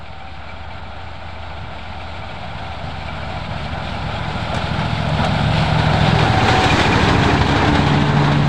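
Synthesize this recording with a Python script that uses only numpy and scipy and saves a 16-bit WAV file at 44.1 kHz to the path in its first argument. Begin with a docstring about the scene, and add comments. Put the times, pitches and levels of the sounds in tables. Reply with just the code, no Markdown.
"""A diesel railcar with a crane chuffs along a forest track, passes close by and draws away.
Its exhaust pulses once per engine cycle, a harmonic series over the roar of block, wheels and rails.
Gears hum, injectors and fan hiss, loose steel clanks, a valve cover pings and a light wind touches
the microphone. The Doppler effect lowers the pitch as the car goes by; spherical spreading and
loss over the grass weaken it with distance."""
import sys
import numpy as np
from scipy import signal
from scipy.fft import rfft, irfft, next_fast_len
from scipy.io import wavfile
from scipy.ndimage import uniform_filter1d, map_coordinates

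SR = 44100
rng = np.random.default_rng(int(sys.argv[2]) if len(sys.argv) > 2 else 0)


def digitize_waveform(pressure):
    """Quantize a signal to 16-bit integers and store it at the path in sys.argv[1].

    Rows of a 2-D input are taken as channels; values are limited to [-1, 1].
    """
    field = np.atleast_2d(pressure).T
    bounded = np.clip(field, -1, 1)
    quanta = np.round(bounded * 32767).astype(np.int16)
    wavfile.write(sys.argv[1], SR, quanta)


N = 373968
TIME = np.arange(N) / SR
CYCLES_PER_S, SPEED_M_S, SOUND_M_S = 13.533, 9.24, 343
NEAREST_M, ABREAST_S = 8.4, 6.65

# Each row: harmonic of the cycle, then its level in dB in each view (far, nose close, abreast, behind).
EXHAUST_HARMONICS = [(2, -22, -30, -32, -31), (3, -6, -18.5, -18, -25), (4, -23, -24, -30, -18),
                     (5, -0.5, -12.5, -14, -19), (6, 2.5, -12.5, -8, -14.5), (7, -5, -18, -9.5, -12),
                     (8, -21.5, -6, -6, -17.5), (9, -55, -23.5, -10, -43), (10, -17.5, -23, -23, -26),
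                     (11, -28.5, -2.5, -19, 1.5), (12, -44, -18, -21, -32), (13, -18, -18.5, -15, -19),
                     (14, -29, -12, -21.5, -11.5), (15, -18, -37, -21, -12), (16, -20.5, -18, -14.5, -13.5),
                     (17, -30, -17, -40, -9.5), (19, -52, -37, -34, -52), (22, -29, -48, -24.5, -12)]
# Turbulence in the pipe, one spectrum far and one near. Each point: frequency in Hz, relative level in dB.
PIPE_SPECTRA = [
    [(10, -22), (40, -6), (80, 0), (130, -4.5), (220, -5), (300, -25), (600, -74), (2000, -120)],
    [(10, -29), (40, -19), (90, -2.5), (150, 1), (230, -8.5), (310, -13.5), (600, -65.5), (2000, -120)],
]

def exhaust(cycle, view, level_db):
    """Superposition: one cylinder chuffs hardest, so the harmonics nearly align once a cycle."""
    chuff_at = blend(view, (.47, .5, .28, .45))  # share of the cycle
    angle = 2 * np.pi * (cycle - chuff_at)
    chuffs = np.zeros(N)
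    for harmonic, *view_db in EXHAUST_HARMONICS:
        waver_db = 1.2 * wobble(4) + .15 * harmonic * wobble(16)
        smear_rad = rng.normal(1.3, .5) + .4 * wobble(2)
        chuffs += np.sqrt(2) * amp(blend(view, view_db) + waver_db) * np.cos(harmonic * angle + smear_rad)
    noise = patchy_noise(depth_db=2.5)
    rumble = blend(view, [coloured(noise, points) for points in PIPE_SPECTRA])
    rumble_db = blend(view, [-6.5, -7, -5, -5])
    return amp(level_db) * (chuffs + amp(rumble_db) * rumble)


# Block, wheels and rails, one spectrum per view. Each point: frequency in Hz, relative level in dB.
ROAR_SPECTRA = [
    [(150, -52), (260, -14), (480, -19.5), (670, -7.5), (800, -7.5), (920, -11.5), (1060, -15.5),
     (1400, -9.5), (1800, -20), (2600, -26), (3400, -51), (5700, -120)],
    [(150, -38), (260, -6), (500, -6), (640, 3), (875, 2), (1110, -9.5), (1390, -1.5), (1800, -11.5),
     (2600, -36), (3400, -43), (5700, -120)],
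    [(150, -40), (260, -1.5), (440, -3), (570, -11), (800, -1), (1230, -10.5), (1600, -7), (2080, -15),
     (2600, -17), (3400, -40), (5700, -120)],
    [(150, -29), (260, -3), (390, -9), (500, -12), (850, -4.5), (1290, -14), (1610, -12), (2600, -22.5),
     (3400, -44), (5700, -120)],
]

def roar(cycle, view, level_db):
    """Amplitude modulation: the firings make the broad noise of block, wheels and rails throb a little."""
    noise = patchy_noise(depth_db=0.46)
    layers = [coloured(noise, points) for points in ROAR_SPECTRA]
    # Every view gets the same power in the middle band.
    layers = [x / np.std(filtered(x, lambda hz: (hz > 450) & (hz < 1900))) for x in layers]
    throb = pulses(cycle, count=3, at=0.898, sharp=0.051) * pulses(cycle, count=1, at=0.95, sharp=0.055)
    return amp(level_db + 0.84 * wobble(16)) * throb * blend(view, layers)


# Each row: multiple of the cycle, centre time and half length in seconds, level in dB against the roar.
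GEAR_TONES = [(46.4, 1.4, 2, -17), (55.4, 0.75, 3.3, -9), (64.8, 0.84, 3.1, -13.5), (71.7, 3.3, 1.8, -17),
              (55.5, 6.3, 0.47, -5.5), (29.3, 6.15, 0.24, -14), (21.58, 7.0, 0.38, -12.5),
              (21.97, 7.6, 0.35, -4), (32.1, 7.94, 0.95, -9.5), (64, 8.6, 0.26, -12)]

def gears(cycle, level_db):
    """Periodic meshing of teeth gives unsteady tones, each heard over one stretch of the pass."""
    hum = np.zeros(N)
    for multiple, centre, half, db in GEAR_TONES:
        swell = amp(db + 2.5 * wobble(8)) * bell(centre, half, power=4)
        hum += swell * np.sin(2 * np.pi * multiple * cycle + 1.2 * wobble(12))
    return amp(level_db) * np.sqrt(2) * hum


# Injectors and fan, one spectrum per view. Each point: frequency in Hz, relative level in dB.
HISS_SPECTRA = [
    [(1000, -39), (1700, -24), (2000, -3.5), (2550, -4.5), (3050, -7), (3320, -6), (4150, -9.5),
     (4860, -18), (5600, -30), (6400, -32.5), (7500, -27), (10600, -55), (12500, -70), (15700, -66)],
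    [(1000, -29), (1700, -14.5), (2100, 0), (2800, -3.5), (3600, -1.5), (4400, -7.5), (5500, -18.5),
     (6500, -26.5), (7600, -21.5), (10500, -37.5), (12000, -54), (15700, -44.5)],
    [(1000, -1.5), (1700, -5.5), (2090, -3.5), (2730, -5.5), (3820, -4), (5390, -16), (7820, -21.5),
     (11900, -47.5), (15700, -40)],
    [(1000, -2.5), (1700, -2.5), (2100, -5), (2700, -4.5), (3800, -2), (5400, -17.5), (7800, -22),
     (11900, -49), (15700, -47)],
]

def hiss(cycle, view, level_db):
    """Broadband noise of injectors and fan, weakly modulated by the firings."""
    noise = patchy_noise(depth_db=0.83)
    throb = pulses(cycle, count=3, at=0.8, sharp=0.055)
    flicker_db = 0.72 * wobble(16) + 0.76 * wobble(60)
    layers = [coloured(noise, points) for points in HISS_SPECTRA]
    return amp(level_db + flicker_db) * throb * blend(view, layers)


# Single blows of loose steel. Each row: start in seconds, body and treble levels in relative dB.
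STEEL_CLANKS = [(4.541, -13, -24.5), (4.5604, -26, -30.5), (4.571, -16, -43), (4.7884, -15.5, -40),
                (4.8145, -22, -44), (5.0844, -25.5, -32), (5.243, -16, -22.5), (5.6184, -13, -41),
                (6.1878, -7, -35), (6.4812, -2.5, -24.5), (6.634, -4.5, -20), (6.7894, -3, -24),
                (6.9227, -12, -39), (7.0814, -3.5, -39), (7.2284, -8.5, -41), (7.6156, -10, -38),
                (7.644, -9, -35), (7.6744, -9, -32), (7.7493, -6, -28)]
# A part knocks once a cycle. Each row: start and end in seconds, body and treble levels in relative dB.
KNOCK_SPELLS = [(5.75, 6.4, -10, -42), (7.3, 7.6, -5.5, -37), (7.83, 8.35, -9, -41)]
# Resonances of the frame. Each row: frequency in Hz, bandwidth in Hz, relative level in dB.
FRAME_MODES = [(420, 120, 0.5), (774, 184, 9), (1570, 480, 2.5), (2300, 150, 2.5), (3550, 1200, -3.5)]

def loose_steel(cycle):
    """Impact excitation: each blow sets off a decaying rattle in the frame and a shorter bright edge."""
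    def frame_response(hz):
        modes = sum((-1) ** k * amp(db) * 1j * hz * width / (centre ** 2 - hz ** 2 + 1j * hz * width)
                    for k, (centre, width, db) in enumerate(FRAME_MODES))
        return modes / (1 + (hz / 5500) ** 4)

    clank_t60_s, knock_t60_s = 0.12, 0.088
    knock_times = once_a_cycle(cycle, at=.26) / SR
    scatter_db = rng.normal(0, 2, len(knock_times))
    blows = [(*row, clank_t60_s) for row in STEEL_CLANKS]
    for start, end, body_db, treble_db in KNOCK_SPELLS:
        blows += [(when, body_db + db, treble_db + db, knock_t60_s)
                  for when, db in zip(knock_times, scatter_db) if start < when < end]
    body, edge = np.zeros((2, N + SR))
    age = np.arange(SR // 4) / SR
    rise = 1 - np.exp(-(age / 0.0046) ** 2)
    for start, body_db, treble_db, t60 in blows:
        body[round(start * SR):][:len(age)] += amp(body_db - 60 * age / t60) * rise
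        edge[round(start * SR):][:len(age)] += amp(treble_db - 60 * age / (0.44 * t60)) * rise
    rattle = unit(filtered(rng.standard_normal(N), frame_response))
    treble_spectrum = [(3000, -23), (5000, -3.5), (8000, 0), (11500, -23.5), (15500, -33)]
    treble = coloured(rng.standard_normal(N), treble_spectrum)
    return amp(-6.5) * body[:N] * rattle + amp(-4.5) * edge[:N] * treble


# Each row: frequency in Hz, time to decay by 60 dB in seconds, then relative level in dB in each view.
COVER_MODES = [(2320, .1, 5, -9, -4, -9), (2430, .06, -2, -9, 2, -8), (2760, .045, -5, -2, -7, -8),
               (3270, .06, -4, -6, -8, -8)]

def valve_cover(cycle, view, level_db):
    """Damped free vibration: a valve strikes once a cycle and each mode rings at a new strength."""
    strikes = once_a_cycle(cycle, at=.8)
    view = np.interp(view, [0, .75, .93, 1, 3], [0, 0, 1, 1, 3])  # the colour turns late in the approach
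    age = np.arange(SR // 10) / SR
    rise = 1 - np.exp(-(age / .002) ** 2)
    pings = np.zeros(N)
    for hz, t60, *view_db in COVER_MODES:
        blows = np.zeros(N)
        blows[strikes] = amp(rng.normal(0, 3.5, len(strikes)))
        ring = rise * amp(-60 * age / t60) * np.sin(2 * np.pi * hz * age)
        pings += amp(blend(view, view_db)) * unit(signal.fftconvolve(blows, ring)[:N])
    return amp(level_db - 12) * pings


# Each row: centre time in seconds, level in dB, half length in seconds.
WIND_PUFFS = [(1.65, -36, 0.094), (2.5, -47, 0.023), (2.417, -38, 0.15), (2.874, -27.5, 0.038),
              (5.204, -23, 0.015), (5.35, -35, 0.049), (6.645, -28, .06)]

def wind():
    """Turbulent pressure at the microphone makes short puffs of low noise."""
    puffs = sum(amp(db) * bell(centre, half) for centre, db, half in WIND_PUFFS)
    spectrum = [(15, -20), (40, -7), (120, 13.5), (250, -4.5), (600, -48.5), (2000, -120)]
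    return puffs * coloured(rng.standard_normal(N), spectrum)


def amp(db):
    """Amplitude ratio of a level in dB."""
    return 10 ** (np.asarray(db) / 20)


def unit(x):
    """Normalisation to rms 1."""
    return x / np.sqrt(np.mean(x ** 2) + 1e-20)


def bell(centre_s, half_s, power=2):
    """A Gaussian envelope; a higher power flattens its top."""
    return np.exp(-((TIME - centre_s) / half_s) ** power)


def wobble(rate):
    """Spline interpolation through random knots, rate of them a second."""
    return map_coordinates(rng.standard_normal(int(N * rate / SR) + 4), [TIME * rate])


def filtered(x, response):
    """Linear filtering: the spectrum of x times a frequency response."""
    size = next_fast_len(N + SR // 2)
    return irfft(rfft(x, size) * response(np.fft.rfftfreq(size, 1 / SR)), size)[:N]


def coloured(x, points):
    """Spectral shaping through (Hz, dB) points on a log frequency axis, at rms 1."""
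    knots_hz, db = np.transpose(points)
    return unit(filtered(x, lambda hz: amp(np.interp(np.log(hz + 1), np.log(knots_hz), db))))


def patchy_noise(depth_db):
    """White noise modulated by patches of random gain in time and frequency."""
    spectra = signal.stft(rng.standard_normal(N + 512), nperseg=512)[2]
    patches = uniform_filter1d(rng.standard_normal(spectra.shape), size=4, axis=0)
    patches = uniform_filter1d(patches, size=8, axis=1)
    return signal.istft(spectra * amp(depth_db * unit(patches)), nperseg=512)[1][:N]


def blend(view, layers):
    """Linear cross-fade through the layers as view runs 0, 1, 2 .."""
    view = np.clip(view, 0, len(layers) - 1)
    return sum(np.maximum(1 - abs(view - k), 0) * layer for k, layer in enumerate(layers))


def pulses(cycle, count, at, sharp):
    """A periodic gain of rms 1 with count bumps a cycle."""
    return unit(np.exp(sharp * np.cos(2 * np.pi * count * (cycle - at))))


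def once_a_cycle(cycle, at):
    """The samples at which the engine passes a given share of its cycle."""
    return np.flatnonzero(np.diff(np.floor(cycle - at)))


# Brief swells and dips as the parts of the car go by.
# Each row: centre time and half length in seconds, then change in dB of exhaust, roar and hiss.
PASSING_SWELLS = [(4.35, 0.48, 1, 1.5, 0.5), (5.235, 0.075, 0.5, 2.5, 2), (5.575, 0.059, 0.5, 0.5, 3),
                  (6.348, 0.16, -1, -0.5, -0.5), (6.72, 0.2, -2, 0.5, 2), (7.15, 0.12, 1, 1, 0),
                  (7.413, 0.055, 3, -2.5, -1.5), (7.645, 0.054, -0.5, 2.5, -0.5),
                  (7.825, 0.03, 0.5, -1, -2), (8.08, 0.068, -2, -1.5, -1)]

def levels(metres, view):
    """Inverse-square law, ground loss and directivity set the dB levels of exhaust, roar and hiss."""
    # Each source in the four views, as if at the nearest point of the track.
    nearest_db = (-18.5, -13.5, -17, -12), (-19, -19, -20, -16.5), (-23.5, -25, -22, -22)
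    grass_db_per_m = (0.0674, 0.0346, 0.0624)
    facing_db = np.array([blend(view, db) for db in nearest_db])
    spreading_db = 20 * np.log10(metres / NEAREST_M)
    grass_db = np.outer(grass_db_per_m, metres - NEAREST_M)
    swell_db = sum(np.outer(db, bell(centre, half)) for centre, half, *db in PASSING_SWELLS)
    return facing_db - spreading_db - grass_db + swell_db


# How the car faces the listener. Each row: time in seconds, view (0 far, 1 nose close, 2 abreast, 3 behind).
VIEW_PATH = [(0, 0.41), (1.0, 0.32), (3.2, 0.69), (5.3, 0.97), (6.15, 1.27), (6.65, 2.184), (7.2, 2.2),
             (8.0, 2.94), (8.48, 3)]

def scene():
    """Doppler effect: the changing travel time of the sound shifts the engine cycle as it is heard."""
    metres = np.hypot(NEAREST_M, SPEED_M_S * (TIME - ABREAST_S))
    cycle = CYCLES_PER_S * (TIME - (metres - metres[0]) / SOUND_M_S)
    view = np.interp(TIME, *np.transpose(VIEW_PATH))
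    exhaust_db, roar_db, hiss_db = levels(metres, view)
    car = exhaust(cycle, view, exhaust_db) + roar(cycle, view, roar_db) + gears(cycle, roar_db)
    car += hiss(cycle, view, hiss_db) + valve_cover(cycle, view, hiss_db) + loose_steel(cycle)
    return (car + wind())[None]


def record(dry):
    """Soft saturation rounds the highest peaks; a band limit and a small constant offset follow."""
    ceiling, top_hz, offset = .78, 15720, -.023
    rounded = dry[0] / (1 + abs(dry[0] / ceiling) ** 5) ** (1 / 5)
    return filtered(rounded, lambda hz: hz < top_hz)[None] + offset


dry = scene()
out = record(dry)
digitize_waveform(out)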